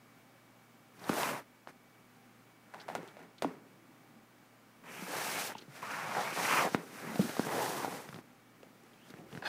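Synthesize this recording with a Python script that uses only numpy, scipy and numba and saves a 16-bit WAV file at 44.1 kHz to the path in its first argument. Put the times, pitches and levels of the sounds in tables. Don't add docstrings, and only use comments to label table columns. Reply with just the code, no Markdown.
import sys
import numpy as np
from scipy import signal
from scipy.fft import rfft, irfft
from scipy.io import wavfile
from scipy.ndimage import uniform_filter1d
from numba import njit

SR = 44100
rng = np.random.default_rng(int(sys.argv[2]) if len(sys.argv) > 2 else 0)


def unload_audio(sound):
    columns = np.transpose(np.atleast_2d(sound))
    steps = np.round(np.clip(columns, -1, 1) * 32767)
    wavfile.write(sys.argv[1], SR, steps.astype(np.int16))


def convert_level_to_amplitude(level_db):
    exponent = np.asarray(level_db, float) / 20
    return 10 ** exponent


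N = 418053

# time in [s], speed as hiss
# level in [dB], pressure as rasp level in [dB], shell resonance in [Hz].
SLIDES = [
    [(0.94, -76, -72, 785), (1.084, -54, -42.5, 810), (1.098, -45, -50, 834), (1.104, -50, -42, 806),
     (1.16, -45, -37, 656), (1.25, -44, -37, 1010), (1.282, -45.5, -38.5, 1090), (1.396, -58, -46, 855),
     (1.42, -69, -61, 882)],
    [(4.84, -70, -55, 841), (4.92, -56, -54, 810), (5.032, -53.5, -53.5, 860), (5.166, -44.5, -40, 734),
     (5.324, -43, -43, 794), (5.388, -40.5, -40, 740), (5.476, -44, -46, 710), (5.502, -49.5, -45, 750),
     (5.528, -55.5, -51, 825)],
    [(5.82, -56, -51, 1050), (5.826, -54, -44, 1020), (5.856, -54.5, -48.5, 1080), (5.914, -51, -44, 1110),
     (6.112, -50.5, -42, 915), (6.182, -46, -33.5, 740), (6.232, -45.5, -39.5, 835),
     (6.274, -46, -42.5, 940), (6.33, -48, -41.5, 940)],
    [(6.33, -47, -46, 993), (6.356, -43, -51, 880), (6.364, -42.5, -37, 854), (6.428, -38, -38.5, 900),
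     (6.528, -37, -32, 1050), (6.594, -38.5, -31.5, 1070), (6.664, -45, -30.5, 720),
     (6.71, -55, -48.5, 700), (6.74, -50, -45, 780)],
    [(6.78, -61, -60, 890), (6.856, -61.5, -73, 806), (6.916, -59, -60, 860), (6.986, -54.5, -52.5, 830),
     (7.08, -57, -48.5, 900), (7.204, -50, -46, 595), (7.25, -49.5, -48, 730), (7.424, -50, -48.5, 680),
     (7.45, -52, -68, 852)],
    [(7.45, -49.5, -44, 720), (7.492, -49, -39, 830), (7.558, -48, -35, 660), (7.618, -44.5, -36, 736),
     (7.724, -46.5, -40, 750), (7.972, -53.5, -47.5, 875), (8.054, -59.5, -53, 785),
     (8.098, -63.5, -64, 910), (8.2, -68.5, -59.5, 691)],]
STROKES = SLIDES
LIFT_S = 0.02
MEAN_PRESSURE_DB = -43


def rms_one(x):
    return x / np.sqrt(np.mean(x ** 2) + 1e-20)


def at_hz(points, hz):
    points_hz, values = np.transpose(points)
    return np.interp(np.log(hz), np.log(points_hz), values)


def over_time(points, t, **ends):
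    return np.interp(t, *np.transpose(points), **ends)


def band(x, low_hz, high_hz, order=2):
    edges_hz = [low_hz, min(high_hz, .45 * SR)]
    return signal.sosfilt(signal.butter(order, edges_hz, "band", fs=SR, output="sos"), x)


def coloured(x, spectrum):
    hz = np.arange(len(x) // 2 + 1) * SR / len(x) + 1
    return rms_one(irfft(rfft(x) * convert_level_to_amplitude(at_hz(spectrum, hz)), len(x)))


def tilt(x, corner_hz, upper_gain):
    low_pass = signal.butter(2, corner_hz, fs=SR, output="sos")
    high_pass = signal.butter(2, corner_hz, "high", fs=SR, output="sos")
    low = signal.sosfilt(np.vstack([low_pass] * 2), x)
    high = signal.sosfilt(np.vstack([high_pass] * 2), x)
    return low + upper_gain * high


def drift(rate_hz):
    control_hz = 200
    count = int(N / SR * control_hz) + 2
    r = np.exp(-2 * np.pi * rate_hz / control_hz)
    slow = signal.lfilter([1], [1, -2 * r, r * r], rng.standard_normal(count + 400))[400:]
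    return np.interp(np.arange(N) / SR * control_hz, np.arange(count), rms_one(slow))


def grit(per_s, spread_db):
    sizes = convert_level_to_amplitude(spread_db * np.minimum(rng.exponential(1, N), 4.2)) * rng.choice([-1, 1], N)
    return sizes * (rng.random(N) < per_s / SR)


def resonance(x, hz, width_hz):
    r = np.exp(-np.pi * width_hz / SR)
    return signal.lfilter([(1 - r * r) / 2, 0, (r * r - 1) / 2], [1, -2 * r * np.cos(2 * np.pi * hz / SR), r * r], x)


def double_resonance(x, hz, width_hz):
    return rms_one(resonance(resonance(x, hz, width_hz), hz, width_hz))


@njit
def moving_resonance(x, cosine, r):
    y = np.zeros(len(x))
    for i in range(2, len(x)):
        y[i] = x[i] - x[i - 2] + 2 * r * cosine[i] * y[i - 1] - r * r * y[i - 2]
    return y


def gliding_note(grains, hz, widths_hz):
    for width_hz in widths_hz:
        grains = moving_resonance(grains, np.cos(2 * np.pi * hz / SR), np.exp(-np.pi * width_hz / SR))
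    return grains / np.sqrt(uniform_filter1d(grains ** 2, size=4000) + 1e-9)


def ring(clicks, hz, t60_s):
    r, w = convert_level_to_amplitude(-60 / (t60_s * SR)), 2 * np.pi * hz / SR
    return signal.lfilter([0, np.sin(w)], [1, -2 * r * np.cos(w), r * r], clicks + 1e-18)


def room():
    # frequency in [Hz], density in [dB per Hz]; level in [dB].
    air_spectrum, air_db = [(12, -45), (20, -14), (30, -21), (45, -25), (81, -22.5), (107, -21), (149, -6),
                            (247, -3.5), (397, -11), (524, -10.5), (570, -11), (1020, -13.5), (1150, -12),
                            (2240, -17.5), (3700, -24.5), (10000, -30), (15800, -29)], -62.5
    # centre in [Hz], width in [Hz], level in [dB].
    hum_bands = [(246.6, 5.5, -74), (790, 9.5, -78.5), (1200, 6.8, -83.5), (2290, 1700, -98)]
    # level in [dB], waver in [dB].
    tones_hz = (118.4, 2272)
    tone_levels = [(-73, 1.0), (-79, 2.0)]
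    # time in [s], level in [dB].
    whine_fade = [(0, 1), (7.5, 0.1), (8.2, 0), (8.7, -6), (9.4, -7)]
    # time in [s], level in [dB].
    engine_swell = [
        (7.9, -100),
        (8.4, -102),
        (9.2, -85),
        (9.48, -74),
    ]
    t = np.arange(N) / SR
    hums = sum(convert_level_to_amplitude(db) * double_resonance(rng.standard_normal(N), hz, width_hz)
               for hz, width_hz, db in hum_bands)
    tones = np.zeros(N)
    for hz, (db, waver_db) in zip(tones_hz, tone_levels):
        level_db = db + 3.0 + waver_db * drift(1.9)
        if hz > 1000:
            level_db = level_db + over_time(whine_fade, t)
        tones += convert_level_to_amplitude(level_db) * np.sin(2 * np.pi * hz * t + 0.33 * drift(0.89))
    engine = convert_level_to_amplitude(over_time(engine_swell, t)) * double_resonance(rng.standard_normal(N), 73, 9.2)
    air = convert_level_to_amplitude(air_db + .4 * drift(2.5)) * coloured(rng.standard_normal(N), air_spectrum)
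    return air + hums + tones + engine


def furniture(pushes):
    # mode in [Hz], level in [dB], t60 in [s].
    frame_modes = [(258, -15, 0.24), (398, -2, 0.31), (647, -2, 0.34), (724, -6, 0.35), (915, -8, 0.23),
                   (1240, -42, 0.18), (1430, 7.5, 0.22), (1580, -41, 0.86), (2140, -12, 0.38)]
    # frequency in [Hz], t60 in [s].
    echo_t60 = [(200, 0.48), (1000, 0.48), (4000, 0.11), (12000, 0.11)]
    out = np.zeros(N)
    uneven_db = rng.normal(0, 5.8, (len(frame_modes), N // 64 + 1))
    for strike_db, (hz, db, t60_s) in zip(uneven_db, frame_modes):
        strikes = pushes * np.repeat(convert_level_to_amplitude(strike_db), 64)[:N]
        out += ring(strikes, hz, t60_s * min(.9, 350 / hz)) * convert_level_to_amplitude(db - 15.5)
    t = np.arange(SR // 2) / SR
    echo = np.zeros(len(t))
    for k, low_hz in enumerate(150 * 2. ** np.arange(7)):
        decay = convert_level_to_amplitude(-60 * t / at_hz(echo_t60, np.sqrt(2) * low_hz) - 5.04 * k)
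        echo += band(rng.standard_normal(len(t)) * decay, low_hz, 2 * low_hz)
    return out + convert_level_to_amplitude(10.0) * signal.fftconvolve(pushes, echo)[:N]


def blows(events, t60_at_400hz_s, contact_s, tick_s, tick_top_hz, glide_cycles):
    soft_spread = 0.19
    hard_damping = 0.26
    out, into_frame = np.zeros(N + SR), np.zeros(N)
    t = np.arange(SR // 5) / SR
    for start_s, db, hz, tick_db, ring_db in events:
        i = int((start_s + .0017) * SR)
        touch_s = contact_s * convert_level_to_amplitude(-soft_spread * (tick_db + 35.5))
        push = -np.exp(-.5 * ((t - 2.8 * touch_s) / touch_s) ** 2)
        late = np.maximum(t - 5.2 * touch_s, 0)
        cycles = hz * late + glide_cycles * (1 - np.exp(-late / 0.0017))
        t60_s = t60_at_400hz_s * (400 / hz) ** 0.68 * convert_level_to_amplitude(-hard_damping * (db + 31.0))
        thud = np.sin(2 * np.pi * cycles) * convert_level_to_amplitude(-60 * late / t60_s)
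        tick = band(rng.standard_normal(len(t)) * convert_level_to_amplitude(-60 * t / tick_s), 1800, tick_top_hz)
        out[i:i + len(t)] += convert_level_to_amplitude(db) * (push + 0.85 * thud + convert_level_to_amplitude(tick_db) * tick)
        into_frame[i] = convert_level_to_amplitude(db + ring_db)
    return out[:N], into_frame


def body_bumps():
    # start in [s], peak in [dB], thud in [Hz].
    bump_rows = [(1.693, -61, 230), (4.989, -45, 168), (5.021, -36, 183), (5.088, -42, 290),
                 (5.364, -40.5, 191), (5.679, -43.5, 140), (6.03, -42, 167), (6.101, -47, 186),
                 (6.38, -39, 176), (6.65, -33, 171), (7.044, -42, 149), (7.07, -36, 198), (7.092, -35, 200),
                 (7.115, -37, 210), (7.143, -37, 168), (7.191, -32, 183), (7.223, -31, 300),
                 (7.209, -27, 250), (7.241, -30.5, 257), (7.249, -31, 190), (7.262, -36, 250)]
    tick_db, ring_db = -45.5, -16.5
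    return blows([(*row, tick_db, ring_db) for row in bump_rows], 0.045, contact_s=0.00038,
                 tick_s=.02, tick_top_hz=3000, glide_cycles=0.14)


def leg_slam():
    # start in [s], peak in [dB], thud in [Hz], tick in [dB rel], furniture ring in [dB rel].
    slam_rows = [
        (3.444, -20, 272, -37, -26),
    ]
    return blows(slam_rows, 0.071, contact_s=0.00013, tick_s=.02, tick_top_hz=2500, glide_cycles=1.64)


def paw_knocks():
    # start in [s], peak in [dB], thud in [Hz], tick in [dB rel], furniture ring in [dB rel].
    paw_rows = [(2.737, -36, 900, -18, -11), (2.743, -34, 990, -13, -33), (2.815, -52, 1200, -10, -20),
                (2.882, -34, 840, -12, -41), (2.886, -26, 666, -21, -14.5), (2.899, -29, 764, -39, -36),
                (2.95, -21, 680, -12.5, -14), (2.957, -30, 778, -27, -28), (2.978, -39, 480, -18, -25),
                (3.029, -38, 350, -15, -25), (3.075, -49, 369, 3, -20), (3.167, -39, 596, -23, -12),
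                (3.19, -46.5, 735, -14, -3), (3.225, -45.5, 353, -23, -5), (3.421, -20, 596, -11, -11.5),
                (8.63, -40, 494, -10, -16), (8.835, -54, 323, 2, -21), (9.102, -43.5, 288, -4, -6.5)]
    return blows(paw_rows, 0.025, contact_s=.0001, tick_s=0.0063, tick_top_hz=10500, glide_cycles=0.017)


def case_knocks():
    # start in [s], peak in [dB], thud in [Hz], tick in [dB rel].
    knock_rows = [(1.092, -18, 1210, -10), (1.095, -16, 217, -55), (1.23, -22, 1060, 0),
                  (1.254, -24, 1050, -9), (1.672, -39.5, 474, -5), (5.551, -35, 910, -22),
                  (5.621, -41, 350, -14), (5.829, -48, 1040, -23), (6.7452, -11, 230, -16),
                  (7.155, -26.5, 248, -5), (7.292, -29, 297, -5), (7.366, -26.5, 695, -7),
                  (7.393, -14, 228, -42), (7.467, -24.5, 603, -21), (7.845, -20, 830, -37),
                  (7.878, -28.5, 272, -38), (8.089, -34.5, 147, -7), (8.126, -40, 163, -9),
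                  (8.142, -34.5, 182, -4), (8.159, -36, 151, -12), (8.1862, -35.5, 258, -14),
                  (9.138, -36, 165, -18), (9.326, -38.5, 147, -8), (9.349, -31, 144, -12),
                  (9.373, -30, 135, -11), (9.422, -38, 900, -21), (9.4261, -30.5, 940, -21)]
    ring_db = -21
    return blows([(*row, ring_db) for row in knock_rows], 0.016, contact_s=0.00017,
                 tick_s=0.017, tick_top_hz=4630, glide_cycles=0.024)


def snags():
    # start in [s], peak in [dB], colour in [Hz], length in [s].
    snag_rows = [(0.993, -50, 5000, .006), (1.038, -43, 4550, 0.011), (2.798, -46, 3800, 0.013),
                 (2.812, -50, 4850, 0.013), (3.08, -47, 3330, 0.015), (3.381, -48.5, 3800, 0.0087),
                 (5.548, -47, 2820, 0.01), (5.565, -46, 2900, 0.011), (5.58, -42, 3500, 0.015),
                 (5.58, -43, 5200, 0.01), (5.61, -49, 3600, 0.018), (7.207, -41, 2920, 0.022),
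                 (8.934, -61, 3290, 0.012), (9.097, -57, 2500, 0.0072), (9.102, -45.5, 4020, 0.0073),
                 (9.182, -55, 2520, 0.012), (9.422, -59, 4270, 0.0093)]
    out, t = np.zeros(N + SR), np.arange(SR // 10) / SR
    for start_s, db, hz, length_s in snag_rows:
        snaps = rng.standard_normal(len(t)) * convert_level_to_amplitude(7.8 * rng.standard_normal(len(t)))
        swell = (t / length_s) * np.exp(1 - 3 * t / length_s)
        burst = band(snaps * swell, 0.73 * hz, 1.21 * hz)
        i = int(start_s * SR)
        out[i:i + len(t)] += convert_level_to_amplitude(db) * burst / np.abs(burst).max()
    return out[:N]


def swishes():
    # start in [s], length in [s], level in [dB], from pitch in [Hz], to pitch in [Hz].
    swish_rows = [(3.737, 0.28, -65, 326, 274), (4.085, 0.17, -61.5, 225, 215),
                  (4.85, 0.31, -59, 2060, 2380), (5.06, 0.13, -51, 476, 510), (5.304, .12, -47, 2010, 2400),
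                  (1.12, 0.11, -43.5, 620, 700), (1.2, 0.081, -45, 1000, 1150),
                  (5.842, 0.11, -46, 1140, 1400), (6.146, 0.073, -36.5, 810, 740),
                  (6.379, 0.11, -47, 2000, 2200), (7.831, .06, -42, 900, 800), (7.57, 0.098, -37, 840, 790),
                  (7.75, 0.11, -45.5, 1100, 1050), (6.24, 0.12, -47, 2210, 2300),
                  (6.464, 0.24, -47, 1880, 1100), (6.598, 0.088, -38, 790, 560),
                  (7.408, 0.057, -55, 5400, 5600), (7.42, 0.038, -47, 1500, 1700),
                  (7.54, 0.083, -38, 560, 520), (8.95, 0.16, -68, 2300, 3500), (9.16, 0.092, -63, 800, 650)]
    out, size = np.zeros(N + SR), SR // 2
    for start_s, length_s, db, from_hz, to_hz in swish_rows:
        grains = rng.standard_normal(size) * convert_level_to_amplitude(3.8 * rng.standard_normal(size))
        along = np.minimum(np.arange(size) / SR / length_s, 1)
        note = gliding_note(grains, from_hz + (to_hz - from_hz) * along, [0.23 * from_hz] * 2)
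        i = int(start_s * SR)
        out[i:i + size] += convert_level_to_amplitude(db) * np.sin(np.pi * along) * note
    return out[:N]


def claw_drag():
    # band centre in [Hz], width in [Hz], level in [dB].
    case_bands = [(830, 49, -2), (1620, 130, 2.5), (2560, 34, -5), (3330, 260, -3.5), (4260, 80, -4),
                  (4910, 32, -9)]
    # time in [s], level in [dB].
    drag_level = [(9.422, -52), (9.435, -55), (9.445, -51), (9.458, -38), (9.468, -40), (9.48, -41)]
    slips = grit(per_s=5000.0, spread_db=4.5)
    bands = sum(convert_level_to_amplitude(db) * double_resonance(slips, hz, 3.2 * width_hz) for hz, width_hz, db in case_bands)
    return rms_one(bands) * convert_level_to_amplitude(over_time(drag_level, np.arange(N) / SR, left=-120))


def pings():
    # start in [s], peak in [dB], pitch in [Hz], t60 in [s].
    ping_rows = [(1.6733, -17, 1010, 0.0017), (2.739, -34, 1490, 0.0074), (2.744, -36.5, 676, .02),
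                 (2.755, -42, 780, .03), (2.766, -43, 900, .02), (2.816, -50, 1500, .02),
                 (2.862, -45, 420, 0.028), (2.882, -31, 1090, 0.0093), (2.912, -36, 756, 0.033),
                 (2.93, -41, 860, 0.033), (2.99, -42, 520, 0.037), (3.421, -38, 3680, 0.011),
                 (3.423, -37, 4730, .012), (3.469, -41.5, 258, 0.21), (5.551, -43, 2870, .02),
                 (5.52, -27.5, 1510, 0.0054), (5.553, -52, 850, 0.17), (9.425, -53, 4400, 0.014),
                 (5.555, -31, 247, 0.014), (5.829, -30.5, 1040, .02), (5.835, -30, 1000, .012),
                 (7.158, -31.5, 715, 0.043), (7.1937, -17, 467, 0.023), (7.1932, -13, 193, 0.075),
                 (7.395, -27, 4500, 0.0034), (7.394, -42, 8500, .003), (3.191, -44, 1500, 0.0045),
                 (2.815, -44, 5000, .006), (7.368, -44, 910, .03), (7.4675, -30, 816, .018),
                 (7.879, -35, 800, .02), (9.427, -33, 950, .01), (8.09, -44, 3200, .004),
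                 (5.552, -37, 890, .025), (9.424, -35, 1640, 0.022), (9.424, -51, 2560, 0.018),
                 (8.0888, -30.5, 1550, .005), (8.1275, -38, 1350, .006), (8.131, -35, 1300, .006),
                 (8.144, -56, 3470, .008), (8.159, -39, 1500, .006), (8.163, -50, 3900, .01),
                 (9.1, -42, 1800, .005), (9.139, -39, 1600, .006), (9.327, -44, 2820, .006),
                 (9.35, -44, 1400, .006), (9.375, -32.5, 1490, 0.0087), (8.63, -48, 2800, .008),
                 (8.934, -52, 3300, .008), (7.296, -40, 650, 0.037), (6.7468, -26, 1700, .003)]
    rise_cycles = 0.29
    out, t = np.zeros(N + SR), np.arange(SR // 5) / SR
    for start_s, db, hz, t60_s in ping_rows:
        rise = 1 - np.exp(-t * hz / rise_cycles)
        i = int(start_s * SR)
        out[i:i + len(t)] += convert_level_to_amplitude(db - 60 * t / t60_s) * rise * np.sin(2 * np.pi * hz * t)
    return out[:N]


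def surfaces(t):
    # rattle, hiss and rumble above their corners in [dB], shell focus in [dB].
    surface_rows = [(9.5, 4.5, -3, -5), (12.5, 2.5, 0, -5.5), (-5.5, -1.2, -11.5, -3.5), (4, -0.3, 3, 3.5),
                    (-4, 3.4, 0.1, -2.5), (1, 4.3, -5.5, 2)]
    gains = np.ones((4, N))
    for stroke, row in zip(STROKES, surface_rows):
        under = (t > stroke[0][0] - .006) & (t < stroke[-1][0] + LIFT_S)
        gains[:, under] = convert_level_to_amplitude(np.array(row))[:, None]
    return gains


def slide_controls(t):
    # rattle in [dB rel speed], rumble at mean pressure in [dB],
    # lower and upper shell notes in [dB rel pressure].
    grip_rows = [(-5, -48, -10.5, -26), (-1, -50.5, -19, -25), (3.5, -49, -21, -20),
                 (3.5, -51.5, -22, -14.5), (6, -48, -8.5, -15), (-1.5, -45.5, -5, -17.5)]
    # peak time in [s], length in [s], rasp in [dB],
    # hiss in [dB rel], rumble in [dB rel].
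    rustle_rows = [(1.693, 0.029, -54.5, -7, -1), (2.79, 0.15, -57, -10.5, -20),
                   (2.925, 0.11, -55, -9, -10), (3.042, 0.18, -58, -10, -16), (3.213, 0.087, -60, -17, 0),
                   (3.477, 0.15, -64, -5.5, -17), (3.625, 0.23, -74, -18, 12.5),
                   (4.133, 0.24, -77.5, -12, 10.5), (5.6, 0.11, -69.5, 4, 12), (5.787, 0.15, -56.5, 0, -4),
                   (9.084, 0.079, -73, 7.5, 11), (8.29, 0.17, -76, 0, 11.5), (8.646, 0.17, -76.5, 2.5, 13),
                   (8.954, 0.62, -80, 5.5, 13.5), (9.164, 0.082, -72, 5.5, 15),
                   (9.207, 0.16, -70, -12, 14.5), (9.346, 0.11, -65, 4, 16),
                   (9.456, 0.038, -44.5, -21, -12), (9.478, 0.059, -45.5, -6.5, -9)]
    rumble_follows = 0.6
    rattle_follows, crawl_speed_db = 0.8, -76
    rattle_db_per_octave = 21
    rise_share, fade_db, rustle_rattle_db = 0.83, 22.5, -1
    gains, shell_hz = np.zeros((6, N)), np.full(N, 780.0)
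    for stroke, (rattle_db, rumble_db, belly_db, rim_db) in zip(STROKES, grip_rows):
        s, *columns = np.transpose(stroke)
        moving = np.interp(t, [s[0] - .006, s[0], s[-1], s[-1] + LIFT_S], [0, 1, 1, 0])
        speed_db, pressure_db, hz = (np.interp(t, s, c) for c in columns)
        shell_hz = np.where(moving > 0, hz, shell_hz)
        boards_db = rumble_db + rumble_follows * (pressure_db - MEAN_PRESSURE_DB)
        case_db = crawl_speed_db + rattle_follows * (speed_db - crawl_speed_db) + rattle_db
        case_db = case_db + rattle_db_per_octave * np.log2(hz / 850)
        levels_db = [boards_db, pressure_db, case_db, speed_db, pressure_db + belly_db, pressure_db + rim_db]
        gains = np.maximum(gains, moving * convert_level_to_amplitude(np.array(levels_db)))
    for peak_s, length_s, db, hiss_db, rumble_db in rustle_rows:
        away_s = np.maximum(t - peak_s, (peak_s - t) / rise_share)
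        swell = convert_level_to_amplitude(db - fade_db * (away_s / length_s) ** 2)
        layers_db = np.array([rumble_db, 0, hiss_db + rustle_rattle_db, hiss_db, -12, -15])
        gains = np.maximum(gains, swell * convert_level_to_amplitude(layers_db)[:, None])
    return gains, shell_hz


def sliding():
    # frequency in [Hz], density in [dB per Hz].
    case_spectrum = [(700, -55), (1300, 7), (1800, 5), (2500, 5), (3100, 0), (4000, -11.5), (7000, -37)]
    # frequency in [Hz], density in [dB per Hz].
    hiss_spectrum = [(1470, -39), (2500, -1.5), (3200, -1), (4490, -3.5), (5890, -4), (7140, -7.5),
                     (8790, -8), (12800, -12), (15200, -13), (15800, -43)]
    # ratio to the shell resonance [1], width in [Hz].
    shell_notes = [
        (0.582, 326),
        (2.2, 950),
    ]
    t = np.arange(N) / SR
    (boards, body, case, air, belly, rim), shell_hz = slide_controls(t)
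    crisp, bright, firm, focused = surfaces(t)
    judder = drift(8.7)
    coarse = grit(per_s=4000., spread_db=3.0)
    fine = grit(per_s=14000., spread_db=2.0)
    rumble = tilt(rms_one(band(grit(per_s=400., spread_db=1.0), 124, 436)), 239, firm)
    shell = gliding_note(coarse, shell_hz, [750, 600])
    focus = focused * (body / convert_level_to_amplitude(MEAN_PRESSURE_DB) + .01) ** 0.34
    rasp = focus * rms_one(band(shell, 105, 1530)) + 1.34 * rms_one(band(coarse, 507, 1634))
    rasp = rasp / (focus + 1.34) * 1.163
    deep, high = (gliding_note(coarse, ratio * shell_hz, [width_hz] * 2) for ratio, width_hz in shell_notes)
    high = tilt(high, 3100, convert_level_to_amplitude(-14))
    rattle = tilt(coloured(coarse + fine, case_spectrum), 2500, crisp)
    hiss = tilt(coloured(fine + 0.042 * coarse, hiss_spectrum), 7400, bright)
    out = belly * deep + rim * high
    out += boards * rumble * convert_level_to_amplitude(0.58 * drift(77))
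    out += body * rasp * convert_level_to_amplitude(0.32 * judder + 0.78 * drift(37))
    out += case * rattle * convert_level_to_amplitude(0.2 * judder + 2.0 * drift(25))
    out += air * hiss * convert_level_to_amplitude(.5 * judder + 1.0 * drift(33))
    return out


def scene():
    action = sliding() + claw_drag() + snags() + swishes() + pings()
    pushes = np.zeros(N)
    for source in (case_knocks, paw_knocks, body_bumps, leg_slam):
        direct, into_frame = source()
        action += direct
        pushes += into_frame
    action += furniture(pushes)
    bass_cut = signal.butter(3, 115, "high", fs=SR, output="sos")
    return (signal.sosfilt(bass_cut, action) + room())[None]


def band_limit(x):
    return signal.sosfilt(signal.butter(12, 16500, fs=SR, output="sos"), x)


def record(dry):
    top_cut = signal.cheby2(18, 45, 16000, fs=SR, output="sos")
    return band_limit(signal.sosfilt(top_cut, dry))


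dry = scene()
out = record(dry)
unload_audio(out)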